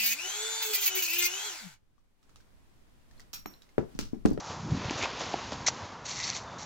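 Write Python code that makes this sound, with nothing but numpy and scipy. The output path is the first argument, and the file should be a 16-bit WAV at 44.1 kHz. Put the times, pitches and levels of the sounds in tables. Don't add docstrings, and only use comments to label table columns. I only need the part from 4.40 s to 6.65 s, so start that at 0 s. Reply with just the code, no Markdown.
import sys
import numpy as np
from scipy import signal
from scipy.fft import rfft, irfft
from scipy.io import wavfile
from scipy.ndimage import uniform_filter1d

SR = 44100
rng = np.random.default_rng(int(sys.argv[2]) if len(sys.argv) > 2 else 0)


def invert_db(level):
    return 10 ** (np.asarray(level, dtype=float) / 20)


def wrap_up_sound(samples):
    columns = np.atleast_2d(samples).T
    tamed = np.clip(columns, -1, 1)
    steps = np.round(tamed * 32767).astype(np.int16)
    wavfile.write(sys.argv[1], SR, steps)


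N = 99225
T = np.arange(N) / SR

# pitch_hz, width_hz, level_db
CUP_MODES = [(1170, 530, -17.5), (2050, 430, -8), (2700, 480, -7), (3580, 1100, -7.5), (4450, 570, -3),
             (5300, 340, -4), (5870, 650, -2.5), (7670, 1300, -7)]


def scoop():
    stab = stabs()
    force = drag() + stab + snaps()
    cup = 0
    for k, (hz, width, db) in enumerate(CUP_MODES):
        polarity = (-1) ** k
        cup = cup + polarity * invert_db(db) * band(force, hz, width)
    rim = invert_db(-13) * band(stab, 5730, 630)
    cup = signal.lfilter(*signal.butter(2, 690, "high", fs=SR), cup + rim)
    return invert_db(8.5) * cup + pings()


# time_s, force_db
DRAG_FORCE = [
    (1.641, -52),
    (1.656, -48),
    (1.69, -38),
    (1.745, -38.5),
    (1.81, -34.5),
    (1.885, -38),
    (1.915, -41),
    (1.955, -35),
    (2.045, -55),
]


def drag():
    pulling = (T > DRAG_FORCE[0][0]) * (T < DRAG_FORCE[-1][0])
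    return grains(1500, 4.5, 1.0) * curve(DRAG_FORCE) * pulling * invert_db(1.3 * walk(60.2))


# start_s, rise_s, hold_s, fall_s, level_db
STABS = [
    (0.0, 0.00068, 0.008, 0.006, -42),
    (1.2605, 0.0039, 0.023, 0.014, -26.5),
    (1.645, 0.011, 0.0087, 0.024, -39),
    (1.757, .002, .003, .008, -44),
    (1.779, 0.004, 0.0071, 0.011, -44.5),
    (1.8318, 0.0015, .011, 0.01, -37.5),
    (1.849, 0.0015, 0.0036, 0.0075, -52),
    (1.872, 0.0012, 0.0087, 0.0078, -37),
    (2.182, 0.0014, 0.048, 0.061, -45),
]


def stabs():
    return grains(3000, 6.0, 1.0) * bursts(STABS) * invert_db(0.43 * walk(560))


# time_s, level_db
SNAPS = [
    (1.8015, -10),
    (1.808, -19),
    (1.8797, -16),
    (1.91, -18),
    (1.9327, -22.5),
    (1.98, -20),
    (2.006, -28),
]


def snaps():
    out = np.zeros(N)
    s, db = np.array(SNAPS).T
    out[(s * SR).astype(int)] = invert_db(db)
    return out


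# start_s, peak_db, pitch_hz, length_cycles
PINGS = [(1.265, -21, 6100, 10), (1.2672, -18.5, 7500, 10), (1.2687, -14, 6320, 4.4),
         (1.269, -21.5, 2130, 7), (1.2722, -23, 5600, 12), (1.2745, -24.5, 7200, 7.6),
         (1.276, -13, 6150, 6.1), (1.2772, -25, 4320, 8), (1.2782, -17, 5300, 5.6), (1.2815, -18, 6100, 7),
         (1.2827, -17, 3500, 2.4), (1.2837, -12, 5900, 3.8), (1.2864, -15.5, 6030, 8.45),
         (1.289, -22, 4550, 6.5), (1.291, -24, 6260, 3.6), (1.6595, -31.5, 6500, 8), (1.6645, -39, 4470, 8),
         (1.666, -33, 6400, 8), (1.709, -40, 4570, 14), (1.7145, -31, 4400, 10), (1.722, -32, 6100, 8),
         (1.726, -33, 4440, 8), (1.732, -41, 5660, 8), (1.759, -33, 5250, 5), (1.781, -37, 2000, 4.7),
         (1.7905, -29, 6200, 8), (1.793, -39, 2140, 4.8), (1.8, -36, 2050, 4.7), (1.8095, -32, 5370, 8),
         (1.8115, -39, 2050, 4.8), (1.8135, -28, 6200, 5.5), (1.82, -36, 2150, 3.4),
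         (1.8326, -29, 5400, 2.8), (1.8329, -25, 3950, 4), (1.838, -25, 5770, 4.4), (1.8395, -24, 4530, 8),
         (1.843, -24, 5300, 5.2), (1.851, -28, 4600, 6.1), (1.855, -30, 5860, 8), (1.8708, -22, 5480, 2),
         (1.879, -29, 6000, 4), (1.9009, -21, 4600, 6), (1.9012, -20, 6100, 5.4), (1.9012, -29, 2600, 1.3),
         (1.9093, -28, 4600, 3), (1.933, -31, 4450, 5), (1.949, -33, 4470, 8), (1.969, -39, 4500, 6),
         (1.973, -32, 6300, 8), (2.231, -32, 5740, 4)]


def pings():
    return thumps(PINGS, 0.003)


# start_s, length_s, pitch_hz, width_hz, level_db
CREAKS = [
    (0.566, 0.013, 6600, 1500, -42),
    (0.61, 0.031, 2270, 1480, -35.5),
    (0.782, 0.017, 6270, 1300, -45.5),
    (1.758, 0.092, 2020, 150, -47),
    (1.873, 0.043, 2120, 500, -45.5),
    (2.031, 0.15, 3580, 60, -60.5),
    (2.06, 0.072, 4500, 60, -64),
]


def creak():
    out = 0
    for s, length, hz, width, db in CREAKS:
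        tone = unit(band(grains(900, 1.8, 0.7), hz, width))
        out = out + tone * bursts([(s, .015, length, .02, db)])
    return out


# freq_hz, density_db
CRUNCH = [(120, -40.5), (220, -4.5), (450, 1.5), (1270, -2), (2300, -7), (3700, -6), (6500, -9), (8000, -9)]
# start_s, rise_s, hold_s, fall_s, level_db
STEPS = [
    (.305, 0.0025, 0.0055, 0.0055, -42),
    (.5065, 0.002, 0.003, 0.004, -32),
    (.574, .003, 0.045, 0.084, -37),
    (.61, 0.016, 0.017, 0.0068, -36.5),
    (.795, 0.0094, 0.013, 0.12, -35.5),
    (.932, 0.0027, 0.0046, 0.0091, -53),
    (1.117, 0.0031, 0.013, 0.023, -35.5),
]


def steps():
    return colour(grains(4500, 2.5, 1.0), CRUNCH) * bursts(STEPS) * invert_db(1.3 * walk(350))


# freq_hz, density_db
RUSTLE = [(150, -4.5), (400, 2), (900, 2.5), (1600, -2.5), (2800, -3), (4200, -3), (6500, -4), (7800, -10)]
# time_s, movement_db, crispness_db
MOVEMENT = [(0, -59, 18.5), (.02, -51, 7.5), (.11, -43.5, 4), (.16, -48, 3), (.28, -51.5, 4),
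            (.36, -42, -3), (.43, -36.5, -8.5), (.57, -36, -5.5), (.72, -37, -10.5), (.9, -38.5, -2.5),
            (1.0, -38.5, -5), (1.11, -42, -2), (1.24, -47, 0), (1.33, -45, 2), (1.45, -45, -3),
            (1.6, -52.5, -4.5), (2.25, -53.5, 2)]


def rustle():
    s, movement_db, crisp_db = np.array(MOVEMENT).T
    x = colour(grains(4000, 3.85, 1.0), RUSTLE)
    top = signal.filtfilt(*signal.butter(2, 4600, "high", fs=SR), x)
    mixed = x - top + top * curve(np.c_[s, crisp_db])
    return mixed * curve(np.c_[s, movement_db]) * invert_db(0.36 * walk(25))


# start_s, peak_db, pitch_hz, length_cycles
KNOCKS = [(.106, -29.5, 593, 1.38), (.4445, -28, 696, 0.9), (.4963, -25, 2580, 3.4),
          (.4965, -30, 3800, 3.4), (.5068, -24, 322, 1.76), (.5078, -32.5, 860, 3.1),
          (.5091, -28, 4200, 1.6), (.5099, -24, 2300, 1.16), (.509, -33, 7150, 4), (.5945, -24.5, 600, 1.1),
          (.6145, -27, 2320, 4.9), (.6265, -21.5, 2140, 2.1), (.627, -30, 555, 1.4), (.632, -31, 407, 2.98),
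          (.607, -35, 600, 1.95), (.6295, -29, 2280, 4.3), (.6335, -24, 930, 2), (.636, -20, 2410, 2.5),
          (.6435, -32, 1116, 1.8), (.6455, -38, 2300, 2.7), (.6482, -22, 2310, 0.99),
          (.6495, -26, 695, 1.4), (.6572, -20.5, 1026, 1.72), (.6575, -36.5, 2240, 1.2),
          (.766, -34, 2700, 4.7), (.809, -27.5, 780, 1.25), (.9365, -28, 2700, 2.7),
          (.939, -25.5, 335, 1.84), (.9398, -18.5, 773, 3.05), (.9415, -33, 1970, 1.7),
          (1.1225, -24, 690, 1.28), (1.123, -35, 274, 2.2), (1.2833, -17.5, 797, 1.58),
          (1.284, -19.5, 1180, 2), (1.2765, -28, 2010, 5.43), (1.2845, -27, 2320, 4.2),
          (1.2652, -29, 1910, 3.3), (2.172, -36.5, 1210, 3.6)]


def knocks():
    return thumps(KNOCKS, 0.0049)


# time_s, level_db
GUST = [
    (0, -54),
    (.18, -49.5),
    (.34, -35.5),
    (.47, -46.5),
    (.65, -50),
    (.8, -50.5),
    (1.2, -49),
    (1.45, -53),
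    (2.25, -51),
]
# start_s, peak_db, pitch_hz, length_cycles
BUFFETS = [(.1, -34, 126.4, 0.73), (.196, -33.5, 130, 1.54), (.226, -34, 146, 1.76), (.243, -32, 161, 2.8),
           (.297, -27.5, 158, 1.8), (.314, -19.5, 120, 2.08), (.327, -24, 157, 2.4),
           (.327, -39.5, 335, 2.8), (.343, -27, 245, 2.37), (.346, -39.5, 385, 2.5), (.353, -30, 85, 1.5),
           (.37, -28.5, 220, 1.93), (.372, -43, 378, 1.8), (.393, -31, 170, 0.72), (.412, -42, 140, 0.89),
           (.43, -42, 150, 0.86), (.449, -26, 106, 1.5), (.481, -35.5, 80, 1), (.483, -31, 200, 1.26),
           (.55, -33, 118, 1.5), (.62, -38, 75, 1.4), (1.04, -45, 64, 1.9), (1.204, -33.5, 121, 1.05),
           (1.42, -38.5, 93.7, 2.63), (1.5, -47, 110, 2.7), (1.775, -40, 127, 1.4)]


def wind():
    flutter_hz, width_hz = 98.2, 234
    flutter = unit(band(rng.standard_normal(N), flutter_hz, width_hz))
    flutter = unit(signal.lfilter(*signal.butter(2, 3 * flutter_hz, fs=SR), flutter))
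    return flutter * curve(GUST) * invert_db(1.8 * walk(22)) + thumps(BUFFETS, -0.0054)


# freq_hz, density_db
TRAFFIC = [(30, -28.5), (120, -6), (300, -15.5), (650, -9), (980, -4.5), (1500, -13), (3500, -30),
           (8000, -34)]


def traffic():
    level_db = -45 + 0.98 * walk(5.37) + 1.3 * walk(18)
    return colour(rng.standard_normal(N), TRAFFIC) * invert_db(level_db)


def grains(rate_hz, spread_db, smooth):
    chance, side, size = rng.random((3, N))
    size_db = np.minimum(-spread_db * np.log(size + 1e-9), 3 * spread_db)
    clicks = (chance < rate_hz / SR) * np.sign(side - .5) * invert_db(size_db)
    return unit(clicks) + smooth * rng.standard_normal(N)


def bursts(rows):
    out = 0
    for s, rise, hold, fall, db in rows:
        attack = np.clip((T - s) / rise, 0, 1) ** 2
        decay = np.exp(-np.clip(T - s - rise - hold, 0, 1) / fall * 2)
        out = out + invert_db(db) * attack * decay
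    return out


def thumps(rows, sag):
    out = 0
    for s, db, hz, cycles in rows:
        u = np.clip((T - s) * hz, 0, 40)
        v = u / cycles * 4
        swell = (v / 2) ** 2 * np.exp(2 - v)
        bend = 1 - sag * np.minimum(v, 8)
        out = out - invert_db(db) * swell * np.cos(2 * np.pi * (u - cycles / 2) * bend)
    return out


def band(x, hz, width_hz):
    return signal.lfilter(*signal.iirpeak(hz, hz / width_hz, SR), x)


def colour(x, rows):
    hz, db = np.array(rows).T
    log_hz = np.log(np.arange(N // 2 + 1) * SR / N + 1)
    return unit(irfft(rfft(x) * invert_db(np.interp(log_hz, np.log(hz), db)), N))


def curve(rows):
    return invert_db(np.interp(T, *np.array(rows).T))


def walk(rate_hz):
    k = int(SR / rate_hz)
    held = np.repeat(rng.standard_normal(N // k + 1), k)
    return unit(uniform_filter1d(uniform_filter1d(held, k), k)[:N])


def unit(x):
    return x / np.sqrt(np.mean(x ** 2))


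def scene():
    mono = scoop() + creak() + steps() + rustle() + knocks() + wind() + traffic()
    return np.array([mono, mono])


# freq_hz, gain_db
MICROPHONE = [(6900, 0), (7500, -7), (7800, -15), (8000, -24), (8290, -32), (8340, -65)]


def microphone(dry):
    top = invert_db(np.interp(np.arange(N // 2 + 1) * SR / N, *np.array(MICROPHONE).T))
    dull = irfft(rfft(dry) * top, N)
    cut = signal.sosfilt(signal.butter(2, 53, "high", fs=SR, output="sos"), dull)
    return cut + invert_db(-101) * rng.standard_normal(dry.shape)


def band_limit(x):
    return signal.sosfilt(signal.butter(12, 8330, fs=SR, output="sos"), x)


def record(dry):
    mix = microphone(dry)
    return band_limit(mix)


dry = scene()
out = record(dry)
wrap_up_sound(out)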